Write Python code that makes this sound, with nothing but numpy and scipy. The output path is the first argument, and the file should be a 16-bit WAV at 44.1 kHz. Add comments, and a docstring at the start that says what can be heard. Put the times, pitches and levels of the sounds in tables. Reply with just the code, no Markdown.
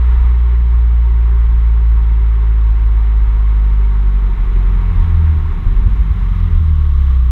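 """A straight-six sports car's exhaust, close up, from a cased camera's microphone beside the rear bumper.
The car coasts along a road: the pulses of its two cylinder banks drone in the pipe as the revs sink,
uneven firings burble, and unburnt fuel thuds through a quick throttle blip before the drone sinks again.
Wind buffets the mount, tyres roar through the camera's case, and a thin electrical whine rides on top."""
import sys
import numpy as np
from scipy import signal
from scipy.fft import rfft, irfft
from scipy.io import wavfile
from scipy.ndimage import uniform_filter1d, minimum_filter1d

SR = 44100
rng = np.random.default_rng(int(sys.argv[2]) if len(sys.argv) > 2 else 0)


def int16_out(signal):
    """Quantize to a 16-bit WAV file."""
    q = np.round(np.clip(np.atleast_2d(signal).T, -1, 1) * 32767)
    wavfile.write(sys.argv[1], SR, q.astype(np.int16))


N = 322366
TIME = np.arange(N) / SR

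# Engine speed. Each row: time in seconds, pulse rate of one cylinder bank in Hz.
BANK_RATE = [(0, 60.3), (.28, 59.3), (1, 57.5), (2.56, 54), (3.48, 52), (3.99, 50), (4.32, 46.5),
             (4.4, 45.9), (4.74, 44.6), (5.42, 37.8), (5.56, 39.2), (5.66, 41.6), (5.88, 49.3),
             (6.01, 50.8), (6.2, 46), (6.39, 42.5), (6.7, 38.4), (6.98, 34.4), (7.31, 29.6)]
# Harmonics 1 to 5 of the bank rate. Each row: strength in dB, gain at the notch in dB, notch width in Hz.
DRONE_HARMONICS = [(0, 1.5, 1), (-1, 0.5, 1), (-5.5, -17, 3), (-1.5, 0, 1), (0, -7, 36)]
# What the pipe does to a harmonic sliding through it. Each row: frequency in Hz, level in dB.
PIPE_CURVE = [(31, -20), (34.5, -13), (39, -19), (44.5, -10), (52, -9.5), (62, -8.5), (71, -10), (79, -8),
              (87, -19), (95, -34), (107, -29.5), (120, -33), (128, -36.5), (150, -27), (168, -27.5),
              (184, -34.5), (204, -38), (226, -52.5), (240, -45), (260, -62.5)]
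# The drone falters as the throttle moves. Each row: middle and half length in seconds, change in dB.
THROTTLE_DIPS = [(4.38, 0.076, -4), (5.56, 0.16, -9.5), (6.07, 0.13, -7)]
# How each cylinder's strength departs from the mean, in firing order.
CYLINDER_BIAS = [-0.46, 0.38, -0.029, 0.47, 0.38, 0.94]
# Exhaust pipe resonances. Each row: centre in Hz, nominal width in Hz, gain in dB.
PIPE_MODES = [(59, 20, 3.5), (82.2, 19, -2.5), (103, 5.3, -6.5), (160.7, 6.4, -4), (189, 20, -8.5),
              (263, 130, -22.5)]
# The burble sputters harder. Each row: middle and half length in seconds, boost in dB.
BURBLE_SPUTTERS = [(0, 0.23, 4), (4.72, .12, 4.5), (5.88, 0.67, 5.5), (6.5, 0.12, 2.5)]
# Gas surges around the blip. Each row: middle and half length in seconds, boost in dB.
TAILPIPE_SURGES = [(5.33, 0.43, 13.5), (5.85, 0.19, 10.5), (6.6, .5, 12.5)]
# Colours of wind, tyre roar, rumble and hiss. 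Each row: frequency in Hz, relative level in dB.
WIND_SPECTRUM = [(8, -28), (16, -16), (26, -9), (34, 5), (44, -12), (60, -16), (120, -38.5)]
ROAR_SPECTRUM = [(200, -12), (470, -4.5), (600, -18.5), (680, -14.5), (780, -10), (860, -9), (1000, -5.5),
                 (1220, -3.5), (1350, -5.5), (1550, -8), (1900, -8.5), (2100, -7.5), (2400, -13.5),
                 (2900, -20.5), (4000, -43)]
RUMBLE_SPECTRUM = [(150, -17), (230, -14.5), (295, -14.5), (350, -4.5), (400, 2.5), (445, -13.5),
                   (520, -21.5), (590, -35.5), (900, -54)]
HISS_SPECTRUM = [(1800, -22), (2600, -5.5), (3100, -1.5), (3950, -4.5), (4400, -16), (5400, -17),
                 (6100, -20.5), (8000, -24), (11500, -27.5), (14000, -30), (15500, -31)]
# Gusts on the mount. Each row: middle and half length in seconds, boost in dB.
WIND_GUSTS = [(4.4, 0.51, 4.5), (5.0, 0.12, 7), (5.72, 0.38, 11.5), (6.53, 0.19, 15)]
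# Resonances of the case around the microphone. Each row: centre in Hz, width in Hz, gain in dB.
CASE_MODES = [(725.5, 12, 9.5), (797, 50, -2), (926, 29, 9.5), (1074, 28, 3.5)]
# The tyres swell, as under an overpass. Each row: middle and half length in seconds, boost in dB.
TYRE_SWELLS = [(.1, .4, 4), (3.6, 0.24, 0.5), (4.9, .5, 1.5), (5.03, 0.15, 0.5), (6.42, 0.17, 1.4),
               (7.07, .1, 1.5)]
# Electrical tones. Each row: frequency in Hz, level in dB once fully grown.
WHINE_TONES = [(6294, -79), (6324, -79), (12588, -89), (12617, -73)]
# Swells of the hollow growl. Each row: middle and half length in seconds, level in dB.
GROWL_SWELLS = [(4.65, 0.67, -45), (6.46, 0.11, -48.5)]
# Unburnt fuel in the pipe. Each row: middle in seconds, pitch in Hz, half length in seconds, level in dB.
FUEL_THUDS = [(5.58, 177, 0.046, -27.5), (5.672, 30, 0.0071, -4.5), (5.79, 179, 0.015, -36),
              (5.871, 78.2, 0.014, -2.5), (5.88, 184, 0.017, -24.5), (6.012, 55.7, 0.019, -5),
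              (6.035, 159, 0.027, -21.5), (6.115, 72, 0.018, -9)]


def undb(db):
    """Decibels to gain."""
    return 10 ** (np.asarray(db) / 20)


def unit(x):
    """Scale to rms 1."""
    return x / np.sqrt(np.mean(x ** 2))


def ramp(start_s, length_s):
    """A straight rise from 0 to 1 that then holds."""
    return np.clip((TIME - start_s) / length_s, 0, 1)


def swells(table, order=2):
    """Smooth rises and falls, summed; a higher order flattens their tops."""
    return sum(height * np.exp(-np.abs((TIME - middle_s) / half_s) ** order)
               for middle_s, half_s, height in table)


def wander(rate_hz):
    """Smooth random drift of rms 1."""
    hold = int(SR / rate_hz)
    steps = np.repeat(rng.standard_normal(N // hold + 1), hold)
    return unit(uniform_filter1d(uniform_filter1d(steps, hold), hold)[:N])


def noise(spectrum):
    """Noise of rms 1 with the given colour."""
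    hz, db = np.transpose(spectrum)
    bin_hz = np.maximum(np.arange(N // 2 + 1) * SR / N, 1)
    colour_db = np.interp(np.log(bin_hz), np.log(hz), db, right=-200)
    return unit(irfft(rfft(rng.standard_normal(N)) * undb(colour_db), N))


def ring(x, hz, width_hz):
    """One resonance, gain 1 at its centre."""
    return signal.lfilter(*signal.iirpeak(hz, hz / width_hz, fs=SR), x)


def ring_twice(x, hz, width_hz):
    """The same resonance twice over: narrower, with steeper sides."""
    return ring(ring(x, hz, width_hz), hz, width_hz)


def throb(bank_cycles, depth):
    """A gain that pulses with the firings, two to a bank cycle."""
    return 1 + depth * np.cos(4 * np.pi * bank_cycles)


def exhaust_drone(bank_cycles, bank_hz, notch_hz=159.5):
    """The banks' even pulsing: clean harmonics that swell as they cross the pipe's resonances."""
    pipe_hz, pipe_db = np.transpose(PIPE_CURVE)
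    falter_db = swells(THROTTLE_DIPS)
    drone = np.zeros(N)
    for k, (strength_db, notch_db, notch_width_hz) in enumerate(DRONE_HARMONICS, 1):
        hz = k * bank_hz
        resonance_db = np.interp(np.log(hz), np.log(pipe_hz), pipe_db)
        # near the notch the two banks cancel each other's third and fifth harmonics
        cancel_db = notch_db / (1 + ((hz - notch_hz) / notch_width_hz) ** 2)
        waver_db = 0.44 * wander(25) if k == 1 else 0.4 * wander(8.1)
        level_db = strength_db + falter_db + resonance_db + cancel_db + waver_db
        drone += undb(level_db) * np.sin(2 * np.pi * k * bank_cycles)
    return np.sqrt(2) * drone


def exhaust_burble(bank_cycles, overrun, cruise_db=-33, overrun_db=6.5, muffler_hz=300):
    """Firings differ by cylinder and by chance; the differences ring the pipe behind its muffler."""
    firings = np.flatnonzero(np.diff(np.floor(2 * bank_cycles)))
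    pulses = np.zeros(N)
    pulses[firings] = rng.uniform(-1.1, 1, len(firings)) + 0.3 * np.resize(CYLINDER_BIAS, len(firings))
    rung = sum(undb(db) * ring_twice(pulses, hz, 2 * width) for hz, width, db in PIPE_MODES)
    muffled = signal.sosfilt(signal.butter(4, muffler_hz, fs=SR, output="sos"), rung)
    return unit(muffled) * undb(cruise_db + overrun_db * overrun + swells(BURBLE_SPUTTERS))


def tailpipe_gas(bank_cycles, cruise_db=-57.5):
    """Turbulent gas puffs through the tailpipe's resonance with each firing, most around the blip."""
    rush = unit(ring_twice(rng.standard_normal(N), hz=262, width_hz=110))
    return rush * throb(bank_cycles, depth=0.079) * undb(cruise_db + swells(TAILPIPE_SURGES))


def wind(slowing, cruise_db=-24, slowing_db=-10):
    """Wind buffets the mount, right at the microphone; between gusts it drops as the car slows."""
    return noise(WIND_SPECTRUM) * undb(cruise_db + swells(WIND_GUSTS) + slowing_db * slowing)


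def tread_roar(slowing, case_slowing_db=-6.5, sing_cruise_db=-13):
    """The tread's roar rings the camera's case; as the car slows the case calms and the tread sings."""
    roar = noise(ROAR_SPECTRUM)
    case = sum(undb(db) * ring(roar, hz, width) for hz, width, db in CASE_MODES)
    case *= undb(case_slowing_db * slowing)
    share = undb(sing_cruise_db * (1 - slowing))
    sing = share * unit(ring(noise(ROAR_SPECTRUM), hz=1120, width_hz=130))
    return (roar + case + sing) / np.sqrt(1 + share ** 2)  # the song takes its share out of the roar


def tyres(bank_cycles, slowing, roar_db=-43, rumble_db=-47.5, hiss_db=-56, creep_db_per_s=0.4171):
    """Tyres on the road close by: roar, throbbing rumble and gritty hiss; slowing eases the first two."""
    swell_db = swells(TYRE_SWELLS)
    roar = tread_roar(slowing) * undb(roar_db + swell_db - 2 * slowing)
    flutter_db = 0.5 * wander(30)
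    rumble = noise(RUMBLE_SPECTRUM) * throb(bank_cycles, depth=0.13)
    rumble *= undb(rumble_db + 0.33 * swell_db - 8 * slowing)
    hiss = unit(noise(HISS_SPECTRUM) * undb(1.4 * wander(900)))  # fast flicker gives the grain
    hiss *= undb(hiss_db + 0.98 * swell_db + 0.5 * flutter_db)
    return ((roar + rumble) * undb(flutter_db) + hiss) * undb(creep_db_per_s * TIME)


def road_grit(specks_per_s=14, strike_db=-48, scatter_db=3):
    """Specks of road dust tick against the case around the microphone."""
    strikes = rng.random(N) < specks_per_s / SR
    ticks = strikes * undb(strike_db + scatter_db * rng.uniform(-1, 1, N))
    return ring(ticks, hz=5200, width_hz=3500) + 2 * ring(ticks, hz=2200, width_hz=900)


def driveline_hum(bank_cycles, bank_hz, gear_ratio=6.41, loudest_db=-50.5, loudest_bank_hz=60):
    """A faint hum geared to the engine, fading ever faster as the revs sink."""
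    level_db = loudest_db - 0.08 * (bank_hz - loudest_bank_hz) ** 2 + 0.5 * wander(9.9)
    return np.sqrt(2) * undb(level_db) * np.sin(2 * np.pi * gear_ratio * bank_cycles)


def electrical_whine(early_db=-6):
    """A thin electrical whine of steady pitch that grows a little midway."""
    tones = sum(undb(db) * np.sin(2 * np.pi * hz * TIME) for hz, db in WHINE_TONES)
    grown = ramp(start_s=3.9, length_s=0.7)
    return np.sqrt(2) * undb(early_db * (1 - grown)) * tones


def hollow_growl(bank_cycles):
    """A hollow growl throbs with the firings and swells twice, most on the way under the overpass."""
    hollow = unit(ring_twice(rng.standard_normal(N), hz=365, width_hz=130))
    gain = swells([(middle_s, half_s, undb(db)) for middle_s, half_s, db in GROWL_SWELLS], order=4)
    return hollow * throb(bank_cycles, depth=0.25) * gain


def fuel_thuds():
    """Unburnt fuel thuds in the pipe through the blip, each thud a short, soft swing of pressure."""
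    pressure = np.zeros(N)
    for middle_s, hz, half_s, db in FUEL_THUDS:
        t = TIME - middle_s
        pressure -= undb(db) * np.exp(-(t / half_s) ** 2) * np.cos(2 * np.pi * hz * t)
    return pressure


def scene():
    """Exhaust, road and wind at one microphone by the bumper, led by the revs, overrun and slowing."""
    bank_hz = np.interp(TIME, *np.transpose(BANK_RATE))
    bank_cycles = np.cumsum(bank_hz) / SR
    overrun = ramp(start_s=4.12, length_s=0.28)
    slowing = ramp(start_s=5.29, length_s=1.53)
    exhaust = exhaust_drone(bank_cycles, bank_hz) + exhaust_burble(bank_cycles, overrun)
    exhaust += tailpipe_gas(bank_cycles) + fuel_thuds()
    rolling = tyres(bank_cycles, slowing) + hollow_growl(bank_cycles)
    rolling += road_grit() + driveline_hum(bank_cycles, bank_hz)
    return (exhaust + rolling + wind(slowing) + electrical_whine())[None]


def record(dry, ceiling=1.0, hold_s=0.016, top_hz=15700):
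    """In the camera, a smooth limiter holds the largest swings down and the highest treble is cut."""
    hold = int(hold_s * SR)
    needed_gain = np.minimum(1, ceiling / (np.abs(dry) + 1e-9))
    held_gain = minimum_filter1d(needed_gain, 2 * hold)
    smooth_gain = uniform_filter1d(uniform_filter1d(held_gain, hold), hold)
    top_cut = signal.ellip(8, 0.2, 70, top_hz, fs=SR, output="sos")
    return signal.sosfilt(top_cut, dry * smooth_gain)


dry = scene()
out = record(dry)
int16_out(out)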